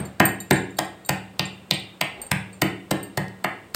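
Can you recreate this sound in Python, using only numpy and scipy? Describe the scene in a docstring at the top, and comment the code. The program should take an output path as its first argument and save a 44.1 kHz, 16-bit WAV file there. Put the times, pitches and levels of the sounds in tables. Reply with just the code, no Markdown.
"""Pounding ginger in a kitchen

A metal pestle pounds ginger in a metal mortar on a stone counter, about three blows a second.
Each blow is a noisy crunch of a few milliseconds, then a clack and the fading tones of mortar, base and counter.
Bangles on the pounding wrist clink as sets of high fading tones; a rub and short faint ticks are shaped noise.
Decaying noise gives the echo of the hard-walled kitchen, and a steady soft noise makes its background hush."""
import sys
import numpy as np
from scipy import signal
from scipy.fft import rfft, irfft
from scipy.io import wavfile
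from scipy.ndimage import uniform_filter1d

SR = 44100
rng = np.random.default_rng(int(sys.argv[2]) if len(sys.argv) > 2 else 0)


def pcm_store(signal):
    """Save signal as 16-bit PCM."""
    levels = np.round(np.clip(np.atleast_2d(signal), -1, 1) * 32767)
    wavfile.write(sys.argv[1], SR, levels.astype(np.int16).T)


N = 165375
T = np.arange(SR) / SR   # one second of time, in s

# All mode and spectrum levels below are relative; each sound is scaled afterwards.
# background hush, spectrum: f/Hz, level per Hz/dB
HUSH_SPECTRUM = [(25, -22), (50, -7), (80, 5.5), (200, 6), (400, 4.5), (900, -2.5), (2000, -9), (4000, -15),
                 (6000, -23.5), (8300, -16), (10500, -27.5), (15000, -24.5)]
# kitchen echo: f/Hz, level against the direct sound/dB, time to fall 60 dB/s
ROOM = [(70, -10.5, 0.59), (176, -12, 0.6), (365, 3, .56), (670, -3, 0.41), (1270, -0.5, 0.37),
        (2363, 1, 0.48), (3000, -.5, 0.5), (4100, -8.5, 0.4), (5770, -15, 0.28), (8200, -9.5, 0.33),
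        (14000, -13.5, 0.12)]
# modes (natural tones) of the counter: f/Hz, level/dB, time to fall 60 dB/s
COUNTER_MODES = [(79.5, -10, 0.53), (108.5, -10, 0.65), (128.4, -3.5, 0.428), (146.7, 3, 0.31),
                 (187.37, -2, 0.65), (205.7, -10.5, 0.55)]
# modes of the mortar's base against the counter: f/Hz, level/dB, time to fall 60 dB/s
BASE_MODES = [(196.3, -1, 0.21), (275, -3, 0.14), (320.6, 0.5, 0.11), (363, -6.5, 0.092), (415.4, -7, 0.17),
              (478.6, -3, 0.064)]
# modes of the mortar, damped by ginger and hand: f/Hz, level/dB, time to fall 60 dB/s
MORTAR_MODES = [(616.6, 6, 0.02), (738, 9.5, 0.018), (844, -2, 0.044), (929.6, -7, 0.054),
                (1009, 0.5, 0.037), (1250, -15, 0.076), (1257, -8, 0.052), (1597, -14, 0.069),
                (1852, -8.5, 0.2), (2050, -4.5, 0.04), (2257, 2.5, 0.013), (2680, -8.5, 0.038),
                (2976, -3.5, 0.019), (3500, -9.5, 0.023)]
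# modes of the two bangles: f/Hz, level/dB, time to fall 60 dB/s
SMALL_BANGLE_MODES = [(4592, -25, .25), (8120, -9, 0.056), (8450, 2.5, 0.057), (8540, -6, 0.14),
                      (8700, -13, 0.053), (13750, -17, .17), (13660, -4.5, 0.049), (13980, -21.5, 0.12)]
LARGE_BANGLE_MODES = [(3820, -10.5, 0.083), (4470, -8, 0.12), (7294, 0, 0.073), (7280, -6, .18),
                      (11710, -11, 0.13)]
# touches of the bangles: t/s, small bangle level/dB, large bangle level/dB, extra level of high partials/dB
CLINKS = [(0.001, -33.5, -55, -5), (0.053, -44, -44, 3), (0.2537, -16.5, -28.5, 8.5),
          (0.2877, -38, -37, -5), (0.4025, -34, -32.5, 3.5), (0.5275, -23.5, -33.5, -13),
          (0.559, -42, -30, -7), (0.6027, -61, -42, -7), (0.7063, -57, -54, -2.5), (0.7686, -43, -40, 2),
          (0.8485, -45.5, -44.5, 0), (1.049, -46, -40, -4), (1.061, -37, -62, 6), (1.4546, -41, -36.5, -11),
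          (1.7372, -32.5, -39, -4), (1.795, -42, -46, -8), (2.036, -38, -47, -13),
          (2.2164, -29.5, -38, 1.5), (2.2653, -39.5, -51, -8), (2.5291, -41.5, -45.5, -13),
          (2.6403, -43, -58, 11), (3.03, -33.5, -45, 3.5)]
# the pestle drags on the mortar wall as it lifts: t/s, length/s, level/dB
DRAGS = [(2.123, 0.16, -44.5)]
# spectrum of that rub: f/Hz, level per Hz/dB
DRAG_SPECTRUM = [(300, 1), (600, 3), (810, 3.5), (1100, -6), (1500, -9), (2050, -8), (2900, -16),
                 (4000, -15), (9000, -52)]
# short ticks: the pestle's first touch just before the fourth blow, then one small tick: t/s, level/dB
TICKS = [(1.0901, -31), (3.283, -51)]
# ginger fibres tearing, spectrum: f/Hz, level per Hz/dB
CRUNCH_SPECTRUM = [(300, -20), (1500, 0), (3000, -6), (4400, 3), (5800, -5.5), (7000, -4), (8400, 1),
                   (10300, -15), (12500, -6.5), (14500, -2.5), (16000, -20)]
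# pestle blows: t/s, counter thud level/dB, base knock level/dB, mortar ring level/dB,
# clack level/dB, clack pitch f/Hz, crunch level/dB, crunch half-width/s
BLOWS = [(0.202, -14.5, -14, -12, -17, 1700, -22.5, 0.0038),
         (0.5102, -14, -14.5, -15, -17, 1780, -20, 0.0023),
         (0.7891, -30.5, -28.5, -24, -25, 716, -22, 0.0027),
         (1.0928, -19.5, -28, -22, -25, 2670, -21, 0.0023),
         (1.3951, -22, -31.5, -26, -20, 4100, -30.5, 0.0029),
         (1.7108, -23.5, -29.5, -28, -15, 3990, -27, 0.0023),
         (2.013, -30, -32.5, -23.5, -22, 2590, -24, 0.0029),
         (2.3164, -17.5, -32.5, -26.5, -25, 2100, -21.5, 0.0021),
         (2.6199, -17.5, -17.5, -21, -26, 2330, -21, 0.0029),
         (2.9129, -22, -19.5, -21.5, -34.5, 2880, -24, 0.0045),
         (3.1761, -19.5, -30, -23.5, -29, 1944, -28, 0.0035),
         (3.4450, -32.5, -28, -21, -26, 1680, -32.5, 0.0041),
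         (3.7472, -20, -27, -35.5, -41, 2770, -25.5, 0.0014)]

HUSH_DB = -50
ROOM_BUILD_S, EARLY_DB, EARLY_T60_S = 0.0032, -6, 0.24   # time constant of the onset; the early echoes
BANGLE_ROOM_DB = -1.5   # bangles sent into the echo, against the mortar
UPPER_PARTIALS_HZ = 10000
CLINK_RISE_S, CLINK_TICK_DB = 0.00026, -20   # tick level is against the small bangle
LEVEL_WINDOW_S = 0.012   # short sounds are levelled as if their energy filled this time
LOAD_DETUNE = 0.011   # spread of the mortar's and base's pitches as the ginger shifts, as a fraction
MODE_SPREAD_DB, CONTACT_S = 0.5, 0.00041   # mortar: chance in mode strength; time constant of the onset
BODY_CONTACT_S = 0.0028   # the base and counter start more softly
CLACK_CYCLES = 0.42   # time constant of the clack, in cycles of its pitch
CLACK_GRIT_DB, CLACK_GRIT_S = -5.5, 0.0013   # grit level against the clack tone; decay time constant
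CLACK_GRIT_REACH_HZ = 710   # how far the grit extends above the clack's pitch
CRUNCH_GRAIN_DB, FIRST_TOUCH_S, FIRST_TOUCH_DB = 4, 0.005, -19
RUMBLE_CUT_HZ, CUTOFF_HZ, OVERLOAD = 25.5, 16645, 1   # OVERLOAD is the ceiling of the rounded peaks


def from_db(db):
    """Turn decibels into a gain."""
    return 10 ** (np.asarray(db) / 20)


def at_hz(points, hz, axis=1):
    """Read a table column at any frequency, in straight lines on a log-frequency axis."""
    points = np.array(points)
    return np.interp(np.log(np.maximum(hz, 1)), np.log(points[:, 0]), points[:, axis])


def at_level(x, db):
    """Scale a short sound to the energy of a burst at this level, LEVEL_WINDOW_S long."""
    energy = np.sum(x ** 2) + 1e-20
    return x * from_db(db) * np.sqrt(LEVEL_WINDOW_S * SR / energy)


def add(out, s, x):
    """Mix a sound in at time s."""
    i = max(int(s * SR), 0)
    out[i:i + len(x)] += x[:max(len(out) - i, 0)]


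def onset(rise_s):
    """Rise smoothly from silence with this time constant."""
    return 1 - np.exp(-T / rise_s)


def coloured(x, spectrum):
    """Filter a noise by a spectrum, then scale it to an rms of 1."""
    gain = from_db(at_hz(spectrum, np.fft.rfftfreq(len(x), 1 / SR)))
    y = irfft(rfft(x) * gain, len(x))
    return y / y.std()


def evened(x, width_hz):
    """Level the chance peaks and dips of a noise's spectrum that are wider than this."""
    spectrum = rfft(x, 2 * SR)   # padded, so two bins per Hz
    power = uniform_filter1d(np.abs(spectrum) ** 2, max(int(2 * width_hz), 1))
    return irfft(spectrum / np.sqrt(np.abs(power) + 1e-9 * power.max()))[:SR]


def ring(modes, spread_db, detune=0):
    """Add up fading sine tones, with chance in their strength, sign and (if detuned) pitch."""
    hz, db, t60 = np.transpose(modes)[:, :, None]
    strength = from_db(db + spread_db * rng.standard_normal(db.shape))
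    strength = strength * rng.choice([-1, 1], db.shape)
    hz = hz * (1 + detune * rng.standard_normal(hz.shape))
    fade = np.exp(-np.log(1000) * T / t60)   # down 60 dB after t60
    return np.sum(strength * np.sin(2 * np.pi * hz * T) * fade, axis=0)


def background_hush():
    """A steady noise, strongest in the bass, lies softly under everything."""
    return from_db(HUSH_DB) * coloured(rng.standard_normal(N), HUSH_SPECTRUM)


def kitchen(x):
    """Echo the sound with noise: dense early reflections and a tail that dies band by band."""
    hz = np.fft.rfftfreq(SR, 1 / SR)
    white = rfft(rng.standard_normal(SR))
    response = 0
    edges = np.geomspace(20, 22000, 25)
    early = from_db(EARLY_DB - 60 * T / EARLY_T60_S)
    for low, high in zip(edges, edges[1:]):
        tail = from_db(-60 * T / at_hz(ROOM, np.sqrt(low * high), axis=2))
        band = irfft(white * ((hz >= low) & (hz < high)), SR)
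        response = response + band * (tail + early)
    build = onset(ROOM_BUILD_S)
    even = evened(response * build, width_hz=27)
    response = irfft(rfft(even) * from_db(at_hz(ROOM, hz)), SR)
    end_fade = np.minimum(1, 10 * T[::-1])   # over the last 0.1 s
    return signal.fftconvolve(x, response * build * end_fade)[:N]


def lingering():
    """Counter and room still ring from the blow before: fading tones and noise at the start."""
    out = np.zeros(N)
    spectrum = [(60, -24), (200, 15), (800, 5.5), (2200, -3), (4000, -15), (9000, -43)]   # f/Hz, level/dB
    tail = coloured(rng.standard_normal(SR), spectrum) * from_db(-60 * T / 0.48)
    counter = at_level(ring(COUNTER_MODES, spread_db=3.5), -24.5)
    add(out, 0, from_db(-32) * tail + counter)
    return out


def bangles():
    """Two bangles touch with a noisy tick and ring; each touch sets its own upper partials."""
    out = np.zeros(N)
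    for s, small_db, large_db, upper_db in CLINKS:
        modes = []
        for bangle, level_db in ((SMALL_BANGLE_MODES, small_db), (LARGE_BANGLE_MODES, large_db)):
            for hz, db, t60 in bangle:
                extra_db = upper_db * (hz > UPPER_PARTIALS_HZ)
                modes.append((hz, db + level_db + extra_db, t60))
        tick = coloured(rng.standard_normal(SR), [(3000, -36), (8000, -10), (15000, -10)])   # f/Hz, level/dB
        tick = from_db(small_db + CLINK_TICK_DB) * tick * np.exp(-T / 0.0035)
        clink = ring(modes, spread_db=2.65, detune=0.00038) + tick
        add(out, s, clink * onset(CLINK_RISE_S))
    return out


def handling():
    """The pestle rubs the wall as a swell of noise; short faint ticks are tiny noise bursts."""
    out = np.zeros(N)
    for s, length, db in DRAGS:
        rub = coloured(rng.standard_normal(SR), DRAG_SPECTRUM)
        swell = np.sin(np.pi * np.minimum(T / length, 1))
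        add(out, s, from_db(db) * rub * swell)
    for s, db in TICKS:
        tick = coloured(rng.standard_normal(SR), CRUNCH_SPECTRUM) * np.exp(-T / 0.00032)
        add(out, s, at_level(tick, db))
    return out


def crunch(half_width):
    """Fibres give way: a faint first touch, then a burst of tiny snaps of uneven strength."""
    t = T - FIRST_TOUCH_S
    grain_db = CRUNCH_GRAIN_DB * np.minimum(rng.exponential(1, SR), 4)
    snaps = rng.standard_normal(SR) * from_db(grain_db)
    burst = np.exp(-np.abs((t - 0.0006) / half_width) ** 4.1)
    first_touch = from_db(FIRST_TOUCH_DB) * (t < 0)
    return coloured(snaps, CRUNCH_SPECTRUM) * (burst + first_touch)


def clack(hz):
    """The pestle bottoms out: a tone that dies within a few cycles, with gritty noise around it."""
    age = T * hz / CLACK_CYCLES
    tone = age ** 2 * np.exp(-age) * np.sin(2 * np.pi * hz * T)
    grit = rng.standard_normal(SR) * (1 - np.exp(-age)) * np.exp(-T / CLACK_GRIT_S)
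    grit = evened(grit, width_hz=60)
    band = [hz * 0.48, min(hz + CLACK_GRIT_REACH_HZ, SR / 3)]
    grit = signal.sosfilt(signal.butter(3, band, "band", fs=SR, output="sos"), grit)
    return at_level(tone, 0) + at_level(grit, CLACK_GRIT_DB)


def pounding():
    """Every blow crunches, clacks, and rings the mortar, its base and the counter."""
    out = np.zeros(N)
    for s, thud_db, base_db, ring_db, clack_db, clack_hz, crunch_db, crunch_s in BLOWS:
        add(out, s - FIRST_TOUCH_S, at_level(crunch(crunch_s), crunch_db))
        add(out, s, at_level(clack(clack_hz), clack_db))
        mortar = ring(MORTAR_MODES, spread_db=MODE_SPREAD_DB, detune=LOAD_DETUNE) * onset(CONTACT_S)
        add(out, s, at_level(mortar, ring_db))
        base = ring(BASE_MODES, spread_db=1.1, detune=LOAD_DETUNE) * onset(BODY_CONTACT_S)
        add(out, s, at_level(base, base_db))
        counter = ring(COUNTER_MODES, spread_db=0.5) * onset(BODY_CONTACT_S)
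        add(out, s, at_level(counter, thud_db))
    return out


def scene():
    """Mix pounding and bangles with their kitchen echo, over a faint hush."""
    mortar = pounding() + handling()
    wrist = bangles()
    room = kitchen(mortar + from_db(BANGLE_ROOM_DB) * wrist)
    return (mortar + wrist + room + lingering() + background_hush())[None]


def record(dry):
    """Cut the rumble, round the peaks, then cut the top."""
    rumble_cut = signal.butter(2, RUMBLE_CUT_HZ, "high", fs=SR, output="sos")
    x = signal.sosfilt(rumble_cut, dry)
    rounded = OVERLOAD * np.tanh(x / OVERLOAD)
    top_cut = signal.cheby2(16, 60, CUTOFF_HZ, fs=SR, output="sos")   # 60 dB down from CUTOFF_HZ up
    return signal.sosfilt(top_cut, rounded)


dry = scene()
out = record(dry)
pcm_store(out)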